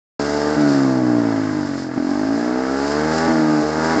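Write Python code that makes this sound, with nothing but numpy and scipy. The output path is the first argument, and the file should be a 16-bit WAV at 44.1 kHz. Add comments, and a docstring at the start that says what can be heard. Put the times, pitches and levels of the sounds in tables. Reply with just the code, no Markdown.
"""A single-cylinder motorcycle stands in a street, heard from just behind its silencer.
It cuts in with a thump, throttle open: periodic gas puffs excite the pipe's resonances and it barks.
At 0.6 s the throttle shuts, the revs sink and the pipe booms hollow. From 2 s it opens and the revs climb,
bringing up intake roar, casing rasp and gear whine. It shuts at 3.3 s, reopens at 3.6 s and shuts for an
instant near the end. Throughout, valves and chain clatter, and nearby cars and paving answer faintly."""
import sys
import numpy as np
from scipy import signal
from scipy.fft import rfft, irfft
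from scipy.io import wavfile
from scipy.ndimage import map_coordinates

SR = 44100
rng = np.random.default_rng(int(sys.argv[2]) if len(sys.argv) > 2 else 0)


def to_wav(sig):
    """Store sig (one row per channel, or 1-D mono) as 16-bit WAV at the path in sys.argv[1].

    Samples outside -1..1 are clipped; the rate is SR.
    """
    pcm = np.clip(np.atleast_2d(sig), -1, 1) * 32767
    pcm = np.round(pcm).astype(np.int16)
    wavfile.write(sys.argv[1], SR, pcm.T)  # frames by channels


N = 176400

# Engine speed: time_s, firing_hz
FIRING_RATE = [(0.2, 72), (0.56, 75.43), (0.63, 73.31), (0.74, 69.98), (1.0, 63.06), (1.26, 56.8),
               (1.6, 49.8), (1.97, 41.1), (2.04, 43.7), (2.25, 53.7), (2.47, 61), (2.75, 67.7),
               (3.03, 76.68), (3.26, 82.5), (3.36, 78.9), (3.62, 75), (3.93, 81.4), (4.0, 77.5)]
# Throttle changes: start_s, position ("open" or "shut")
THROTTLE = [(.1968, "open"), (.567, "shut"), (1.9765, "open"), (3.281, "shut"), (3.625, "open"),
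            (3.96, "shut"), (3.983, "open")]

# Spectrum of the street's rumble: frequency_hz, level_db
RUMBLE_SPECTRUM = [(15, -8.5), (35, -3), (60, 3), (110, 3.5), (300, -7), (2000, -47)]

# Loudness of valves and chain: time_s, level_db
CLATTER_LEVEL = [(0.22, -34.5), (0.67, -36.5), (0.7, -34), (1.02, -43), (1.77, -41), (1.81, -38.5),
                 (1.9, -49), (2.09, -40.5), (2.32, -42), (2.39, -39), (2.56, -42.5), (2.9, -34.5),
                 (3.07, -37), (3.15, -32), (3.46, -38), (3.77, -37), (3.85, -33), (4.0, -34)]
# Spectrum of valves and chain: frequency_hz, level_db
METAL_SPECTRUM = [(1000, -30.5), (2300, -8.5), (2600, -10.5), (2770, -4.5), (3000, -13.5), (3600, -8.5),
                  (4400, -2), (4850, 0), (5120, 3), (5400, -3), (5750, -6), (6200, -7.5), (6850, -6.5),
                  (7450, -7.5), (7900, -18), (8500, -23), (9000, -41.5)]
# Valve impacts: cycle_fraction, level_db
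VALVE_TICKS = [(0.152, -2.5), (0.419, -1), (.66, -1.5), (0.921, -2)]

# Partials of the gear whine: crank_multiple, level_db
WHINE_PARTIALS = [(6, 0.5), (7, -3.5), (8, -3), (9, -1.5), (10, -2.5), (11, -4.5), (12, -11), (13, -10.5)]
# Loudness of the casing's rasp: time_s, level_db
RASP_LEVEL = [(0.22, -29.5), (0.78, -29.5), (1.03, -34.5), (1.31, -30.5), (1.96, -36.5), (2.01, -35.5),
              (2.73, -29.5), (3.3, -25), (3.33, -28), (3.68, -31.5), (3.84, -24.5), (3.98, -25)]
# Resonances of the casing: frequency_hz, gain_db
CASING_RESPONSE = [(300, -47.5), (700, -15), (950, 2), (1040, -9), (1140, 1), (1210, -1.5), (1280, 1),
                   (1380, -0.5), (1500, 1), (1680, 3), (1850, -3.5), (2050, -4.5), (2450, -18.5),
                   (2780, -20), (3100, -19.5), (5000, -32), (9000, -75.5)]
# Blows on the casing: cycle_fraction, level_db
CASING_KNOCKS = [(.1, 2), (0.381, -1), (0.628, 1.5), (0.852, -9.5)]

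# Resonances of the intake: frequency_hz, gain_db
INTAKE_RESPONSE = [(150, -42.5), (400, -16), (560, -5), (650, 0.5), (730, -6.5), (820, 7.5), (890, -5.5),
                   (950, 2), (1040, -16), (1140, -6), (1300, -16), (2500, -44), (6000, -72.5)]

# Loudness of the pipe's low band: time_s, level_db
BOOM_LEVEL = [(0.22, -23), (0.55, -25.5), (0.58, -16.5), (0.65, -15), (0.71, -15), (1.22, -17.5),
              (1.95, -28), (1.98, -19), (2.03, -20), (2.37, -20), (2.86, -22.5), (2.89, -23), (3.25, -23),
              (3.29, -15.5), (3.6, -18), (3.63, -23.5), (3.71, -25.5), (3.95, -22), (3.97, -14.5),
              (4.0, -26)]
# Loudness of the pipe's high band: time_s, level_db
BARK_LEVEL = [(0.22, -25.5), (0.41, -23), (1.18, -27), (1.29, -26), (1.48, -34), (1.96, -37), (1.97, -31.5),
              (2.6, -24.5), (2.63, -27.5), (3.09, -22.5), (3.16, -21), (3.17, -23), (3.59, -23.5),
              (4.0, -22.5)]
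# Spectrum of the rushing gas: frequency_hz, level_db
GAS_SPECTRUM = [(30, -34.5), (150, -16.5), (280, 3), (390, -3.5), (450, -3), (520, -6.5), (635, 0),
                (720, -8), (810, -1.5), (1000, -11.5), (1700, -15), (2600, -27), (8000, -54.5)]
# Pipe resonances, pulling from low revs: frequency_hz, gain_db
PIPE_PULLING = [(25, -46), (50, -30), (95, -19.5), (118, -21.5), (132, -33), (150, -18.5), (180, -17.5),
                (230, -4), (280, 1), (330, -4.5), (385, -11.5), (440, -16.5), (505, -24), (570, -17),
                (630, -6), (715, -22.5), (790, -12.5), (950, -30.5), (1600, -27.5), (2600, -48.5),
                (6000, -77)]
# Pipe resonances, running free at high revs: frequency_hz, gain_db
PIPE_RUNNING = [(25, -40), (55, -30.5), (78, -13), (128, -26.5), (142, -17), (157, -4.5), (185, -13),
                (240, -1), (310, -2), (385, -8), (445, 3.5), (505, -9), (570, -8), (635, -1), (715, -10.5),
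                (795, -11.5), (900, -16.5), (1100, -33.5), (1600, -31), (2600, -54), (6000, -75.5)]
# Pipe resonances, throttle shut: frequency_hz, gain_db
PIPE_COASTING = [(25, -46), (72, -42), (90, -14.5), (125, -12), (155, -11.5), (174, -16.5), (215, -7),
                 (295, 0.5), (335, -4.5), (395, -17.5), (460, -11), (560, -19), (640, -6.5), (720, -22),
                 (800, -17), (1000, -33.5), (1600, -37), (2600, -58), (6000, -71)]

PULL_HZ, RUN_HZ = 54.7, 66.7  # firing rates between which pulling turns into running free
FFT_SIZE, LEAD_SAMPLES = 4096, 512
TIME = np.arange(N) / SR
HZ = np.fft.rfftfreq(FFT_SIZE, 1 / SR)


def amp(db):
    """Amplitude grows tenfold for every 20 dB."""
    return 10 ** (np.asarray(db) / 20)


def unit_rms(x):
    """Normalisation to a mean power of 1."""
    return x / np.sqrt(np.mean(x ** 2) + 1e-20)


def curve(rows):
    """Linear interpolation of a time table, one value per sample."""
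    return np.interp(TIME, *np.transpose(rows))


def filtered(x, response):
    """Convolution of x with a linear system whose response is given on the HZ grid."""
    impulse_response = np.roll(irfft(response), LEAD_SAMPLES)
    return signal.oaconvolve(x, impulse_response)[LEAD_SAMPLES:][:N]


def resonator(spectrum):
    """Minimum phase: folding the cepstrum gives a causal response of the given magnitude."""
    hz, db = np.transpose(spectrum)
    magnitude = amp(np.interp(np.log(HZ + 1), np.log(hz), db))
    cepstrum = irfft(np.log(magnitude), FFT_SIZE)
    cepstrum[1:FFT_SIZE // 2] *= 2
    cepstrum[FFT_SIZE // 2 + 1:] = 0
    return np.exp(rfft(cepstrum))


def diffuse_ring(decay_s):
    """Dense echoes merge into exponentially decaying noise; its frequency response, at energy 1."""
    tail = rng.standard_normal(FFT_SIZE) * np.exp(-TIME[:FFT_SIZE] / decay_s)
    return rfft(tail / np.linalg.norm(tail))


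def noise(spectrum, envelope=1):
    """Source and filter: white noise is modulated, then coloured, at rms 1."""
    return unit_rms(filtered(envelope * rng.standard_normal(N), resonator(spectrum)))


def wobble(rate_hz=8):
    """Slow random modulation: a spline through random knots."""
    coarse = TIME[::SR // 200]
    knots = rng.standard_normal(int(N * rate_hz / SR) + 4)
    return np.interp(TIME, coarse, map_coordinates(knots, [coarse * rate_hz]))


def cycle_times(position=None, fraction=0):
    """Phase is the integral of rate: times at a fraction of each cycle, for one throttle position or all."""
    phase = np.cumsum(curve(FIRING_RATE)) / SR
    starts = np.interp([start_s for start_s, _ in THROTTLE], TIME, phase)
    ends = np.append(starts[1:] - .5, phase[-1])
    spans = [np.arange(start, end) for start, end, (_, held) in zip(starts, ends, THROTTLE)
             if position in (None, held)]
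    counts = np.concatenate(spans) + fraction
    return np.interp(counts[counts < phase[-1]], phase, TIME)


def pulses(times, db=0, jitter_s=.00005, spread_db=.55):
    """Uneven impulses; dividing by the root of the firing rate keeps mean power independent of revs."""
    timing, strength = rng.standard_normal((len(times), 2)).T
    at = np.clip((times + jitter_s * timing) * SR, 0, N - 2)
    sample, between = at.astype(int), at % 1
    size = amp(db + spread_db * strength) / np.sqrt(curve(FIRING_RATE)[sample])
    return np.bincount(sample, size * (1 - between), N) + np.bincount(sample + 1, size * between, N)


def fading(train, decay_s):
    """Leaky integration: an envelope jumps at each impulse and decays exponentially."""
    return signal.lfilter([1], [1, -np.exp(-1 / (SR * decay_s))], train)


def street(engine, t60_s=.18):
    """Scattering from paving and parked cars adds a short reverberation, over a low rumble."""
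    echoes = filtered(engine, diffuse_ring(t60_s / np.log(1000)))
    return amp(-11.5) * echoes + amp(-52) * noise(RUMBLE_SPECTRUM)


def valves_and_chain():
    """Valve impacts give bright, damped noise bursts over the even hiss of the cam chain."""
    impacts = sum(pulses(cycle_times(fraction=fraction), db, jitter_s=.00046, spread_db=3.5)
                  for fraction, db in VALVE_TICKS)
    ticks = amp(-5) * noise(METAL_SPECTRUM, fading(impacts, decay_s=.0031))
    hiss = amp(-2.5) * noise(METAL_SPECTRUM)
    return amp(curve(CLATTER_LEVEL)) * (ticks + hiss)


def gears(db_per_hz=.16):
    """Meshing teeth whine at wavering harmonics of the crank speed, strongest at high revs."""
    firing_hz = curve(FIRING_RATE)
    crank_turns = 2 * np.cumsum(firing_hz) / SR  # two turns to a firing
    whine = np.zeros(N)
    for multiple, db in WHINE_PARTIALS:
        gain = amp(db + 3 * wobble())
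        phase = 2 * np.pi * (multiple * crank_turns + rng.random()) + .5 * wobble()
        whine += gain * np.sin(phase)
    level_db = curve(RASP_LEVEL) - 2.2 + db_per_hz * (firing_hz - firing_hz.max())
    return amp(level_db) * unit_rms(whine)


def casing():
    """Impact excitation: blows tied to the crank ring the casing, and rough noise follows each firing."""
    blows = sum(pulses(cycle_times(fraction=fraction), db, spread_db=2) for fraction, db in CASING_KNOCKS)
    smear = np.exp(1j * np.angle(diffuse_ring(decay_s=.0014)))  # spreads each blow in time
    ring = unit_rms(filtered(blows, resonator(CASING_RESPONSE) * smear))
    firings = pulses(cycle_times(), spread_db=2)
    envelope = fading(firings, decay_s=.016) / np.sqrt(curve(FIRING_RATE))
    rasp = noise(CASING_RESPONSE, envelope)
    return amp(curve(RASP_LEVEL)) * (amp(-7) * ring + amp(-5) * rasp)


def intake(db_per_hz=2.3):
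    """One gulp a cycle, between the exhaust puffs, drives the intake's resonances: a roar at high revs."""
    firing_hz = curve(FIRING_RATE)
    gulps = pulses(cycle_times(fraction=.419))
    roar = unit_rms(filtered(gulps, resonator(INTAKE_RESPONSE)))
    return amp(curve(BARK_LEVEL) + db_per_hz * (firing_hz - firing_hz.max())) * roar


def rushing_gas(puffs, rise_s=.0025, ragged_db_per_hz=.12):
    """Turbulence: a noise burst at each puff, more ragged as the revs sink, over a steady flow."""
    envelope = fading(fading(puffs, decay_s=.0092), rise_s)
    burst_db = -7.5 + ragged_db_per_hz * (RUN_HZ - curve(FIRING_RATE))
    bursts = amp(burst_db) * noise(GAS_SPECTRUM, envelope)
    flow = amp(-10) * noise(GAS_SPECTRUM)
    return amp(curve(BARK_LEVEL)) * (bursts + flow)


def exhaust(crossover_hz=392):
    """Forced resonance: one puff a cycle rings the pipe with a low boom and a higher bark, as gas rushes."""
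    firing_hz = curve(FIRING_RATE)
    fired = pulses(cycle_times("open"))
    coasted = pulses(cycle_times("shut"))
    backflow = pulses(cycle_times("shut", fraction=.626), db=-10, jitter_s=.0005)
    coasted += backflow * (firing_hz < PULL_HZ)  # a weak second puff at low revs
    sound = rushing_gas(fired + coasted)
    free = np.clip((firing_hz - PULL_HZ) / (RUN_HZ - PULL_HZ), 0, 1)
    drives = [(fired * (1 - free), PIPE_PULLING), (fired * free, PIPE_RUNNING), (coasted, PIPE_COASTING)]
    lowpass = 1 / (1 + (HZ / crossover_hz) ** 10)
    bands = [(lowpass, curve(BOOM_LEVEL) - .92), (1 - lowpass, curve(BARK_LEVEL) - .5)]
    for puffs, spectrum in drives:
        pipe = resonator(spectrum)
        for band, level_db in bands:
            response = unit_rms(abs(pipe * band)) * np.exp(1j * np.angle(pipe))
            sound -= np.sqrt(SR) * amp(level_db) * filtered(puffs, response)
    return sound


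def scene():
    """Superposition: the engine's sources and the street add in one channel."""
    engine = exhaust() + intake() + casing() + gears() + valves_and_chain()
    return (engine + street(engine))[None]


def record(dry, start_s=.193, fade_s=.005, thump_db=9.5, thump_s=.0058, top_hz=8800):
    """Gating and band limiting: the level overshoots as the sound cuts in; a low-pass cuts the top treble."""
    elapsed = np.maximum(TIME - start_s, 0)
    fade_in = np.minimum(elapsed / fade_s, 1)
    thump = amp(thump_db * np.exp(-elapsed / thump_s))
    lowpass = signal.ellip(12, .1, 90, top_hz, fs=SR, output="sos")
    return signal.sosfilt(lowpass, dry * fade_in * thump)


dry = scene()
out = record(dry)
to_wav(out)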